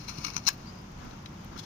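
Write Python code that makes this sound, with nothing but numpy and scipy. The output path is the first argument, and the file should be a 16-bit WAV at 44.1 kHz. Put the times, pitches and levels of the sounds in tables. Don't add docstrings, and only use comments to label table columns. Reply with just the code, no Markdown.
import sys
import numpy as np
from scipy import signal
from scipy.fft import rfft, irfft, next_fast_len
from scipy.io import wavfile
from scipy.ndimage import uniform_filter1d, map_coordinates

SR = 44100
rng = np.random.default_rng(int(sys.argv[2]) if len(sys.argv) > 2 else 0)


def transcribe(signal):
    frames = np.atleast_2d(signal).T
    limited = np.clip(frames, -1, 1)
    pcm = np.round(limited * 32767).astype(np.int16)
    wavfile.write(sys.argv[1], SR, pcm)


N = 72765
T = np.arange(N) / SR


def blade():
    return amp(1.58) * (grind() + catch_ring() + corner_skid() + new_stroke())


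# time in seconds, level in dB.
EDGE_DRAG = [(0, -46.5), (.06, -53), (.11, -40), (.135, -50), (.2, -45.5), (.235, -43), (.29, -45),
             (.32, -52), (.39, -47), (.425, -59), (.46, -44.5), (.52, -46), (.56, -62), (.62, -58),
             (1.55, -106), (1.62, -63), (1.65, -56)]
# peak time in seconds, level in dB, rise and fall in seconds,
# extra ring of the blade and of the block in dB against that level.
EDGE_CATCHES = [(0.0844, -33.5, .002, 0.0075, -11, -16), (0.094, -35, 0.0077, 0.0088, -7, -17),
                (0.185, -37.5, 0.0061, 0.0047, -17, -16), (0.2489, -26, 0.0041, 0.0046, -2.5, -9),
                (0.268, -30, 0.0037, 0.0056, -12, -22), (0.285, -37.5, .006, 0.0037, -17, 1),
                (0.303, -35, 0.0018, 0.0034, -12, -18), (0.338, -44, .003, .003, 2, -16),
                (0.345, -37, 0.0016, 0.0014, -1, -16), (0.366, -26, 0.0017, 0.0032, 4.5, -11),
                (0.38, -37, 0.0043, 0.0036, 6.5, -14)]
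# resonance in Hz, width in Hz, relative level in dB.
PRESSED_MODES = [(1214, 194, 0), (2350, 240, -4), (2660, 380, -5), (4200, 200, 1), (4490, 330, -1.5),
                 (5370, 230, 3.5), (5960, 160, 1.5), (6400, 220, -7), (8740, 250, -25), (10370, 620, -21),
                 (12800, 700, -29), (14300, 2400, -29)]
def grind():
    drag = amp(np.interp(T, *np.transpose(EDGE_DRAG)) + 2.2 * wobble(132))
    catches = swells([row[:4] for row in EDGE_CATCHES])
    return scrape(np.hypot(drag, catches), PRESSED_MODES, grit_db=-6.5)


# resonance in Hz, width in Hz, relative level in dB.
BLADE_MODES = [(1236, 210, -10), (5924, 280, -1)]
BLOCK_MODES = [(1170, 160, -6), (2400, 110, 4)]
def catch_ring():
    on_blade = swells([(s, db + ring_db, rise, fall) for s, db, rise, fall, ring_db, _ in EDGE_CATCHES])
    on_block = swells([(s, db + ring_db, rise, fall) for s, db, rise, fall, _, ring_db in EDGE_CATCHES])
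    return on_blade * ringing(BLADE_MODES) + on_block * ringing(BLOCK_MODES)


# peak time in seconds, level in dB, rise and fall in seconds.
CORNER_SKIDS = [(.439, -45, 0.00089, 0.0015), (.453, -40, .0004, .0016), (.462, -35, 0.00048, .0025),
                (.4675, -22, .0006, .004), (.4722, -19, .002, .002), (.476, -13, .0012, .002),
                (.481, -14.5, .001, .003), (.4842, -19, .001, .003), (.503, -37, 0.0079, 0.0046)]
# resonance in Hz, width in Hz, relative level in dB.
CORNER_MODES = [(1150, 190, -7), (2290, 200, -13), (2800, 170, -10.5), (4090, 176, -0.5), (4240, 250, -2),
                (5150, 240, -1.5), (5380, 100, 3.5), (5570, 150, -1), (5890, 150, 2.5), (6450, 360, -8),
                (6850, 140, -7), (10100, 900, -24), (15100, 500, -23)]
def corner_skid():
    return scrape(swells(CORNER_SKIDS), CORNER_MODES, grit_db=-8)


# peak time in seconds, level in dB, rise and fall in seconds.
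TOUCHDOWNS = [(1.579, -43, 0.0029, 0.0023), (1.594, -38, .008, 0.0082), (1.638, -49, 0.012, .014)]
# resonance in Hz, width in Hz, relative level in dB.
LIGHT_MODES = [(3360, 190, 2.5), (3800, 89, -3), (4200, 200, 1.5), (4940, 100, -13), (5250, 220, 0),
               (5960, 170, -6), (7180, 110, -15)]
def new_stroke():
    return scrape(swells(TOUCHDOWNS), LIGHT_MODES, grit_db=-0.5)


# peak time in seconds, level in dB, fall in seconds.
END_SNAP = (.4875, -12, .003)
# resonance in Hz, width in Hz, relative level in dB.
RELEASED_MODES = [(1007, 160, 0), (1587, 118, 2.5), (2580, 270, -3.5), (2960, 200, -1.5), (3570, 200, -32),
                  (3960, 104, -4), (5060, 90, -3), (5140, 97, 4), (5370, 73, -3), (6350, 200, -19),
                  (6760, 155, -1), (8010, 300, -10), (10440, 2700, -21), (15000, 980, -14.5)]
def snap():
    s, db, fall = END_SNAP
    return scrape(swells([(s, db, .0006, fall)]), RELEASED_MODES, grit_db=-12)


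# frequency in Hz, relative gain in dB.
GRIT_EQ = [(200, -33.5), (500, -22.5), (1000, 5), (1900, -7.5), (3500, -2.5), (4300, 2), (6400, 3),
           (7500, -14.5), (11000, -14), (15500, -13.5)]
def scrape(force, modes, grit_db):
    return force * ringing(modes) + amp(grit_db) * filtered(force * fractures(), colour(GRIT_EQ))


def fractures(grains_per_s=9000):
    breaks = rng.random(N) < grains_per_s / SR
    clicks = breaks * rng.exponential(size=N) * np.sign(noise())
    return levelled(clicks, samples=44)


def ringing(modes):
    def response(f):
        power = sum((amp(db) / (1 + 2 * ((f - hz) / width) ** 2)) ** 2 for hz, width, db in modes)
        return causal(np.sqrt(power))
    return levelled(filtered(fractures(), response), samples=180)


# peak time in seconds, level in dB, fall in seconds.
BLADE_TAPS = [(1.1105, -40.5, 0.0023), (1.2595, -35, 0.0044)]
# frequency in Hz, relative gain in dB.
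TAP_EQ = [(200, -31), (600, -5), (1300, 4.5), (2100, -4), (3000, 1.5), (3450, -1), (3900, 8.5), (4600, -6),
          (5700, 1), (7500, -24), (15000, -23)]
def taps():
    strikes = swells([(s, db, .0005, fall) for s, db, fall in BLADE_TAPS])
    return filtered(strikes * noise(), colour(TAP_EQ))


# peak time in seconds, level in dB, fall in seconds.
FINGER_TICKS = [(.520, -44, .002), (0.531, -45, 0.0093), (0.578, -49, .002), (.714, -57, 0.00053),
                (.816, -47, 0.00067), (.918, -45, 0.00066), (1.047, -48, 0.00091), (1.226, -49, .0006),
                (1.258, -52, 0.00054), (1.329, -50, 0.00072), (1.357, -53, .0006), (1.430, -57, .0006),
                (1.447, -36, 0.001), (1.576, -44, 0.00099)]
# frequency in Hz, relative gain in dB.
TICK_EQ = [(500, -20), (3000, -5), (6000, -4), (8000, -11), (12000, 2), (15000, 7)]
def finger_ticks(crackles_per_s=45):
    ticks = swells([(s, db, .0002, fall) for s, db, fall in FINGER_TICKS]) * fractures()
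    crackle = amp(-37) * (rng.random(N) < crackles_per_s / SR) * rng.random(N)
    return filtered(ticks + crackle, colour(TICK_EQ))


# peak time in seconds, level in dB, rise and fall in seconds.
FINGER_RUBS = [(1.03, -44, 0.036, 0.032), (1.14, -50.5, 0.077, 0.027), (1.33, -55, .03, 0.054),
               (1.45, -51, 0.036, .03), (1.566, -44.5, 0.036, 0.012)]
# frequency in Hz, relative gain in dB.
SKIN_EQ = [(300, -9), (900, 1), (1400, 5.5), (1800, -7), (3300, -10.5), (6500, -10.5), (7600, -36),
           (15000, -30)]
def finger_rubs():
    friction = swells(FINGER_RUBS) * amp(2.5 * wobble(90))
    return filtered(friction * noise(), colour(SKIN_EQ))


# peak time in seconds, level in dB, rise and fall in seconds.
HAND_BUMPS = [(.084, -40.5, 0.0055, 0.0031), (.184, -38, .005, 0.012), (.262, -40, 0.02, 0.03),
              (.37, -43, 0.0079, 0.017), (1.32, -42.5, 0.031, 0.018)]
# frequency in Hz, relative gain in dB.
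BUMP_EQ = [(30, -15), (100, -1), (200, 2.5), (300, -3.5), (450, -17.5), (900, -33), (3000, -70)]
def hand_bumps():
    return filtered(swells(HAND_BUMPS) * noise(), colour(BUMP_EQ))


# time in seconds, pitch in Hz, level in dB.
WHISTLE_GLIDE = [(0.619, 4250, -71), (.655, 4370, -56), (.68, 4680, -50), (.697, 4930, -48),
                 (.73, 5020, -66), (.78, 4920, -57), (.82, 5020, -62), (.86, 5240, -97)]
def whistle(blur_hz=167):
    s, hz, db = np.transpose(WHISTLE_GLIDE)
    pitch = np.interp(T, s, hz) + blur_hz * wobble(700)
    level = amp(np.interp(T, s, db, left=-120, right=-120))
    return level * unit(np.sin(2 * np.pi * np.cumsum(pitch) / SR))


# frequency in Hz, gain against the left in dB.
SHADE_AT_BLOCK = [(300, 17), (1000, -21.5), (1700, -14), (2550, -12), (2850, -27), (3450, -11.5),
                  (4200, -19.5), (5000, -17), (6000, -29), (7000, -16), (10000, -28), (15000, -22)]
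SHADE_BESIDE = [(300, 0), (1000, -13.5), (1600, -23), (2100, -16), (4200, -13), (6000, -15), (7000, -11),
                (10000, -25), (15000, -31)]
def microphones(x, shade, lag_s=0.000568):
    right = filtered(x, lambda hz: amp(along(shade, hz)) * np.exp(-2j * np.pi * hz * lag_s))
    return np.array([x, right])


# frequency in Hz, gain against the direct sound in dB.
BASIN_EQ = [(300, -34), (1200, -15), (2500, -7.5), (5000, -21.5), (14000, -25)]
def basin(x, t60_s=0.052, samples=1300):
    tails = rng.standard_normal((2, samples)) * amp(-60 * T[:samples] / t60_s)
    echoes = [signal.fftconvolve(x, tail / np.linalg.norm(tail))[:N] for tail in tails]
    return filtered(np.array(echoes), lambda hz: amp(along(BASIN_EQ, hz)))


# frequency in Hz, time to fade by 60 dB in seconds.
ROOM_DECAY = [(300, 0.19), (2000, 0.3), (6000, 0.083), (14000, .12)]
def room(x):
    hz, t, spectrum = signal.stft(rng.standard_normal((2, SR // 3)), SR, nperseg=256)
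    decay = amp(-60 * t / along(ROOM_DECAY, hz)[:, None])
    tail = signal.istft(spectrum * decay, SR, nperseg=256)[1]
    return signal.fftconvolve(x[None], tail / np.linalg.norm(tail[0]), axes=1)[:, :N]


# frequency in Hz, relative gain in dB.
RUMBLE_EQ = [(15, -19), (25, -3), (118, -1), (145, 0), (172, 0), (204, -1.5), (382, -15.5), (419, -40.5),
             (448, -22.5), (600, -27.5), (780, -53), (1320, -120)]
AIR_LEFT_EQ = [(150, -7.5), (400, -1.5), (750, 1), (1050, 0.5), (1700, -8), (3000, -9.5), (4200, -13),
               (5000, -9), (6600, -10), (7700, -27), (11000, -32.5), (15000, -27.5)]
AIR_RIGHT_EQ = [(150, -14), (400, 7.5), (650, -2.5), (950, 5.5), (1700, -2), (3000, -9), (4500, -16.5),
                (6600, -23.5), (7700, -30.5), (11000, -28), (15000, -27.5)]
def room_tone():
    rumble = unit(filtered(noise(), lambda hz: amp(along(RUMBLE_EQ, hz)) / (1 + (hz / 520) ** 6)))
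    left = amp(-49.5) * filtered(noise(), colour(AIR_LEFT_EQ))
    right = amp(-51.5) * filtered(noise(), colour(AIR_RIGHT_EQ))
    return amp(-45.5) * rumble + np.array([left, right]) * amp(0.57 * wobble(8.4))


def amp(db):
    return 10 ** (np.asarray(db) / 20)


def noise():
    return rng.standard_normal(N)


def unit(x):
    return x / np.sqrt(np.mean(abs(x) ** 2) + 1e-20)


def levelled(x, samples):
    return x / np.sqrt(abs(uniform_filter1d(x ** 2, samples)) + 1e-6)


def wobble(knots_per_s):
    return map_coordinates(rng.standard_normal(int(N * knots_per_s / SR) + 4), [T * knots_per_s])


def swells(rows):
    bursts = (amp(db) * np.exp(-np.maximum((s - T) / rise, (T - s) / fall))
              for s, db, rise, fall in rows)
    return np.sqrt(sum(burst ** 2 for burst in bursts))


def along(points, hz):
    f, values = np.transpose(points)
    return np.interp(np.log(hz + 1), np.log(f + 1), values)


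def filtered(x, response):
    size = next_fast_len(N + SR // 2)
    return irfft(rfft(x, size) * response(np.fft.rfftfreq(size, 1 / SR)), size)[..., :N]


def colour(points):
    return lambda hz: causal(amp(along(points, hz)))


def causal(gain):
    cepstrum = irfft(np.log(gain + 1e-6))
    half = len(cepstrum) // 2
    cepstrum[1:half] *= 2
    cepstrum[half + 1:] = 0
    return unit(np.exp(rfft(cepstrum)))


def scene():
    work = blade() + finger_ticks() + finger_rubs() + whistle()
    knocks = snap() + taps()
    direct = microphones(work, SHADE_AT_BLOCK) + microphones(knocks, SHADE_BESIDE)
    reflections = basin(work + knocks) + amp([[-24], [-27]]) * room(work + knocks)
    return direct + reflections + hand_bumps() + room_tone()


def record(dry):
    return filtered(dry, lambda hz: 1 / np.hypot(1, (hz / 15500) ** 170))


dry = scene()
out = record(dry)
transcribe(out)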